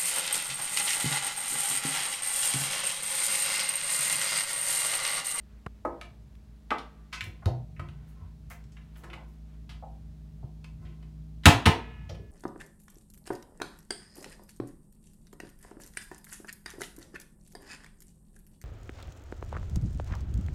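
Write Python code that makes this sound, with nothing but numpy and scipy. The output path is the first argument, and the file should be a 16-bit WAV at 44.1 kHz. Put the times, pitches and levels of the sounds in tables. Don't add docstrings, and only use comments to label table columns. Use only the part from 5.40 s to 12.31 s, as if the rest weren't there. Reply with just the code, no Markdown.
import sys
import numpy as np
from scipy import signal
from scipy.fft import rfft, irfft, next_fast_len
from scipy.io import wavfile
from scipy.ndimage import uniform_filter1d

SR = 44100
rng = np.random.default_rng(int(sys.argv[2]) if len(sys.argv) > 2 else 0)


def wrap_up_sound(samples):
    columns = np.atleast_2d(samples).T
    tamed = np.clip(columns, -1, 1)
    steps = np.round(tamed * 32767).astype(np.int16)
    wavfile.write(sys.argv[1], SR, steps)


N = 304731

# pitch_hz, level_db, t60_s
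WOOD_MODES = [(243, -10.5, .12), (305, 5.5, 0.05), (345.2, 13, 0.17), (502.6, 11, 0.03), (649, -4.5, .1),
              (712.5, 4.5, .08), (768, 4, 0.034), (964, 3.5, 0.051), (1041, 1.5, 0.11), (1304, 3.5, 0.021),
              (1490, 0.5, .06), (2027, -3.5, 0.027), (2100, -3, .06), (2590, -7.5, 0.07),
              (3460, -19.5, .07), (4220, -29, .04)]
# start_s, strength_db, rise_ms, pitch_ratio, pots_db
SLAMS = [(6.055, -3.14, 0.61, 1.01, -56), (6.254, -9, 6.7, 1.047, -45)]


def undb(db):
    return 10 ** (np.asarray(db) / 20)


def add(track, start_s, sound):
    i = int(start_s * SR)
    track[i:i + len(sound)] += sound[:N - i]


def band(x, hz, octaves):
    edge = 2 ** (max(octaves, .1) / 2)
    edges_hz = [hz / edge, min(hz * edge, .45 * SR)]
    return signal.sosfilt(signal.butter(2, edges_hz, "band", fs=SR, output="sos"), x)


def ring(x, modes):
    response = 0
    for hz, db, t60_s in modes:
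        radius = np.exp(-np.log(1000) / (t60_s * SR))
        angle = 2 * np.pi * hz / SR
        feedback = [1, -2 * radius * np.cos(angle), radius * radius]
        response = response + undb(db) * signal.lfilter([0, np.sin(angle)], feedback, x)
    return response


def peak(x, db):
    return x * undb(db) / np.max(np.abs(x))


def wander(rate_hz):
    hold = int(SR / rate_hz)
    steps = np.repeat(rng.standard_normal(N // hold + 1), hold)
    return np.clip(1.3 * uniform_filter1d(uniform_filter1d(steps, hold), hold)[:N], -2, 2)


def shaft_tones(shaft_hz, harmonics):
    t = np.arange(N) / SR
    return sum(np.sqrt(2) * undb(db + 0.16 * wander(1))
               * np.sin(2 * np.pi * (order * shaft_hz * t + rng.random())) for order, db in harmonics)


def fridge_and_fan():
    fridge_hz, fan_hz = 58.2, 52
    # order, level_db
    fridge_harmonics = [(1, -1.5), (2, -27.5), (4, -21), (5, -26), (11, -41)]
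    fan_harmonics = [(4, -8.5), (5, -25.5), (6, -29), (8, -22.5), (12, -27)]
    # time_s, fridge_db, fan_third_db
    standing_waves = [(0, -47.5, -72), (.6, -48.5, -66.5), (1.5, -49, -60.5), (2.2, -45.5, -52.5),
                      (3.002, -46.5, -54), (3.7, -46, -55), (4.3, -42.5, -53), (4.999, -45, -49.5),
                      (5.899, -42.5, -47.5), (6.5, -43, -56), (6.91, -44.5, -64)]
    time_s, fridge_db, fan_third_db = np.transpose(standing_waves)
    t = np.arange(N) / SR
    fan = undb(np.interp(t, time_s, fan_third_db)) * shaft_tones(fan_hz, [(3, 0)])
    fan += undb(-53.5) * shaft_tones(fan_hz, fan_harmonics)
    fan += shaft_tones(fan_hz, [(1, -54.5)])
    return fan + undb(np.interp(t, time_s, fridge_db)) * shaft_tones(fridge_hz, fridge_harmonics)


def noise_floor():
    # frequency_hz, level_db
    spectrum = [(20, -1.5), (40, -19), (75, -12), (110, -21.5), (170, -19), (230, -28), (330, -26),
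                (500, -32.5), (800, -35), (1500, -45.5), (4000, -43), (8000, -48.5), (16000, -54.5)]
    hz, db = np.transpose(spectrum)
    size = next_fast_len(N)
    bins_hz = np.arange(1, size // 2 + 2) * SR / size
    gain = undb(np.interp(np.log(bins_hz), np.log(hz), db))
    noise = irfft(rfft(rng.standard_normal(size)) * gain, size)[:N]
    return undb(-56.5) * noise / noise.std()


def rumble_and_rustle():
    # time_s, rumble_db, rustle_db
    contours = [(0, -65, -71), (.6, -64, -71.5), (1.7, -65, -75), (2.2, -49, -77.5), (2.699, -51, -71.5),
                (3, -60.5, -78.5), (3.7, -60, -65.5), (4.1, -61.5, -77), (5.2, -56.5, -77.5),
                (6.002, -56, -79), (6.91, -51.5, -79.5)]
    time_s, rumble_db, rustle_db = np.transpose(contours)
    t = np.arange(N) / SR
    rumble = band(band(rng.standard_normal(N), 100, 1.2), 100, 1.6)
    rustle = band(rng.laplace(size=N), 800, 2.83)
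    rumble *= undb(np.interp(t, time_s, rumble_db) + 4.5 * wander(8)) / rumble.std()
    rustle *= undb(np.interp(t, time_s, rustle_db) + 2.5 * wander(12)) / rustle.std()
    return rumble + rustle


def impact(db, hz, octaves, rise_ms, t60_ms, on_wood):
    ms = 1000 * np.arange(SR // 3) / SR
    envelope = np.minimum(ms / rise_ms, 1) * np.exp(-np.log(1000) * ms / t60_ms)
    contacts = rng.laplace(size=len(ms)) * envelope
    force = band(band(contacts, hz, octaves), hz, octaves + 1)
    body = peak(force, 0)
    if on_wood:
        body += peak(ring(force, WOOD_MODES), -12)
    tick_db = max(-14.5 * np.log2(7000 / hz) / octaves, -43)
    return peak(body, db) + peak(band(contacts, 6500, 1.45), db + tick_db)


def knocks_and_slams():
    # start_s, level_db, centre_hz, width_octaves, rise_ms, t60_ms
    phone_knocks = [(.262, -28, 770, 2.17, 3.3, 16.7), (.953, -50, 1980, 2.9, .4, 8.4)]
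    knocks = [(.449, -19, 748, 1.37, 2.9, 40), (.452, -26.5, 405, 1.4, 4, 76),
              (.612, -30, 1460, 2.3, 0.59, 32), (1.305, -21.5, 1500, 1.43, 1, 30),
              (1.308, -30, 288, 0.94, 3.1, 47), (1.313, -17, 916, 1.24, 12, 20.3),
              (1.383, -32, 2600, 1.48, 0.88, 53), (1.726, -27.5, 1970, 1.76, 4, 104),
              (1.808, -21, 2120, 1.39, 0.36, 30), (1.839, -44, 2380, 5.4, 4.6, 17),
              (2.02, -43.5, 900, 1.3, 5.1, 190), (2.057, -25.5, 2290, 2.26, 0.97, 10.6),
              (2.061, -28.5, 315, 1.34, 1.4, 50), (2.065, -29, 660, 0.59, 27, 85),
              (2.363, -48, 1910, .8, 1, 61), (2.394, -32, 740, 2.62, 5.2, 24),
              (2.485, -44, 1760, 1.95, 3.5, 39), (3.102, -38, 1200, 1.8, 10.6, 92),
              (3.239, -54, 2500, 3, 1.5, 15), (3.32, -54.5, 3450, 2.4, 1.6, 51),
              (3.368, -44.5, 1710, 1.3, 0.6, 48), (3.555, -49, 1490, 2.2, 9.4, 59),
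              (3.634, -37, 680, 3.2, 11.5, 43), (3.699, -40.5, 1950, 1.4, 3, 38),
              (3.73, -35, 1560, 1.7, 9.4, 36), (3.774, -43, 880, 0.89, 13, 27),
              (4.292, -40, 1930, 2.3, 1.1, 180), (4.423, -36, 710, 0.57, 3.1, 80),
              (5.026, -46, 564, 1.24, 5.9, 79), (5.242, -41, 1500, 2.6, 2.2, 25),
              (5.45, -53, 2340, 1.1, 1.5, 270), (5.625, -52.5, 1500, 2.2, 3.7, 42),
              (6.034, -36.5, 2130, 1.55, 2.5, 360), (6.692, -36.5, 2490, 2.7, 13, 33),
              (6.69, -38.5, 573, 0.84, 15, 92), (6.748, -46, 1480, 2.9, 4.4, 24),
              (6.79, -43.5, 416, 0.4, 20, 29)]
    # delay_ms, level_db, centre_hz, width_octaves, t60_ms
    rattles = [(0.72, 4.5, 1860, 1.61, 75), (.6, -10, 14000, 3.65, 110), (2.2, -9, 340, .9, 140),
               (8.5, -4, 850, 0.73, 90)]
    cracks = []
    for start_s, db, rise_ms, _, _ in SLAMS:
        for delay_ms, part_db, hz, octaves, t60_ms in rattles:
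            dulling_db = 0.42 * rise_ms * max(np.log2(hz / 1000), 0)
            cracks.append((start_s + delay_ms / 1000, db + part_db - dulling_db,
                           hz, octaves, rise_ms + delay_ms / 2, t60_ms))
    direct, to_room = np.zeros(N), np.zeros(N)
    for blows, room_db in ((knocks, -3), (cracks, -4)):
        for start_s, *blow in blows:
            sound = impact(*blow, on_wood=True)
            add(direct, start_s, sound)
            add(to_room, start_s, undb(room_db) * sound)
    for start_s, *blow in phone_knocks:
        add(direct, start_s, impact(*blow, on_wood=False))
    return direct + reverberation(to_room)


def low_thumps():
    # start_s, level_db, pitch_hz, push_ms
    thumps = [(0.264, -27, 141, 7.4), (1.822, -37.5, 103, 42), (1.869, -34, 96.5, 42),
              (2.06, -15.5, 97, 33), (2.1, -28, 123.4, 160), (2.393, -38, 111, 20), (2.439, -45, 110, 17),
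              (2.554, -38.5, 148, 54), (2.818, -37.5, 83, 63), (3.253, -40.5, 132, 27),
              (5.041, -29, 131.5, 23), (5.391, -39, 108, 37), (5.451, -37, 110.5, 17),
              (6.141, -23.5, 115, 66), (6.698, -36.5, 92.6, 69), (6.803, -46.5, 71.5, 44),
              (6.805, -41, 159.4, 48)]
    # delay_ms, level_db, pitch_hz, push_ms, skew (under 1 the swing peaks early)
    slam_swings = [(.3, -9.5, 209.7, 48, 0.16), (3, -3.5, 86, 33, 1), (10, -7, 145, 34, 2.1)]
    # pitch_hz, level_db, t60_s
    box_modes = [(96, -9, 0.37), (105, -15.5, 0.21), (115.8, -15.5, 0.13), (157, -9, 0.15), (190, -15, .2),
                 (246, -6.5, 0.43)]
    swings = [(*thump, 0.23) for thump in thumps]
    for start_s, db, rise_ms, pitch_ratio, _ in SLAMS:
        for delay_ms, part_db, hz, push_ms, skew in slam_swings:
            lag_s = (delay_ms + 0.7 * rise_ms) / 1000
            swings.append((start_s + lag_s, db + part_db, pitch_ratio * hz, push_ms, skew))
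    forced = np.zeros(N)
    for start_s, db, hz, push_ms, skew in swings:
        t = np.arange(int(push_ms * SR / 1000)) / SR
        envelope = np.abs(np.sin(np.pi * (t / t[-1]) ** skew)) ** .6
        add(forced, start_s, undb(db) * envelope * np.sin(2 * np.pi * hz * t))
    return forced + undb(-58.5) * ring(forced, box_modes)


def reverberation(x):
    # centre_hz, t60_s
    decay_times = [(150, 0.54), (500, 0.39), (1500, 0.3), (4000, 0.29), (10000, .22)]
    home_t60_s, home_db = 1, -23.5
    t = np.arange(SR * 2 // 3) / SR
    tail = sum(np.exp(-np.log(1000) * t / t60_s) * band(rng.standard_normal(len(t)), hz, 1.73)
               for hz, t60_s in decay_times)
    home = band(rng.standard_normal(len(t)), 920, 3.8)
    tail += undb(home_db) * np.exp(-np.log(1000) * t / home_t60_s) * home
    tail *= np.minimum(t / 0.0051, 1)
    return signal.fftconvolve(x, tail / np.sqrt(np.sum(tail ** 2)))[:N]


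def friction():
    # start_s, swell_s, fade_s, level_db, centre_hz, width_octaves
    rubs = [(1.72, 0.0094, 0.047, -38, 3380, 1.4), (1.8, 0.068, 0.038, -53.5, 3050, 7.2),
            (2.4, 0.059, 0.29, -67, 1460, 1.7), (3.088, 0.013, 0.037, -53, 9000, 2.6),
            (2.64, 0.041, 0.057, -69.5, 11200, 1.7), (2.72, 0.092, 0.03, -61.5, 1090, 0.69),
            (3.52, 0.051, 0.083, -66, 11000, 1.7), (3.56, 0.11, .2, -50.5, 910, 2.1),
            (3.869, 0.033, 0.042, -66, 9200, 3.4), (5.3, .12, 0.37, -64, 1870, 3.9)]
    slips_per_s, edge_db = 87, -23
    slipping = rng.random(N) < slips_per_s / SR
    slips = slipping * undb(2.1 * rng.exponential(size=N)) * rng.choice([-1, 1], N)
    direct = np.zeros(N)
    for start_s, swell_s, fade_s, db, hz, octaves in rubs:
        span = np.arange(int(start_s * SR), int((start_s + swell_s + fade_s) * SR))
        scratch = band(slips[span], hz, octaves)
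        sound = scratch + undb(-26) * ring(scratch, WOOD_MODES)
        shape_db = np.interp(span / SR - start_s, [0, swell_s, swell_s + fade_s], [edge_db, 0, edge_db])
        add(direct, start_s, undb(db + shape_db) * sound / (sound.std() + 1e-9))
    return direct / 2 + reverberation(direct)


def pots():
    # pitch_hz, level_db, t60_s
    steel_modes = [(1285, -4, 1.1), (1714, -8, 2.2), (1950, -4, .9), (2153, -8, 1.5), (2487, -6, 1.4),
                   (2640, -7, .8), (2880, -11, 1.3), (3190, -7, .5)]
    blows = np.zeros(N)
    for start_s, *_, pots_db in SLAMS:
        blows[int(start_s * SR)] = undb(pots_db)
    return ring(blows, steel_modes)


def scene():
    events = knocks_and_slams() + low_thumps() + friction() + pots()
    return (events + fridge_and_fan() + noise_floor() + rumble_and_rustle())[None]


def record(dry):
    low_hz, top_hz, clip_level = 48, 15800, 0.74
    heard = signal.sosfilt(signal.butter(3, low_hz, "high", fs=SR, output="sos"), dry)
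    clipped = heard / (1 + np.abs(heard / clip_level) ** 6) ** (1 / 6)
    return signal.sosfilt(signal.ellip(10, .2, 70, top_hz, fs=SR, output="sos"), clipped)


dry = scene()
out = record(dry)
wrap_up_sound(out)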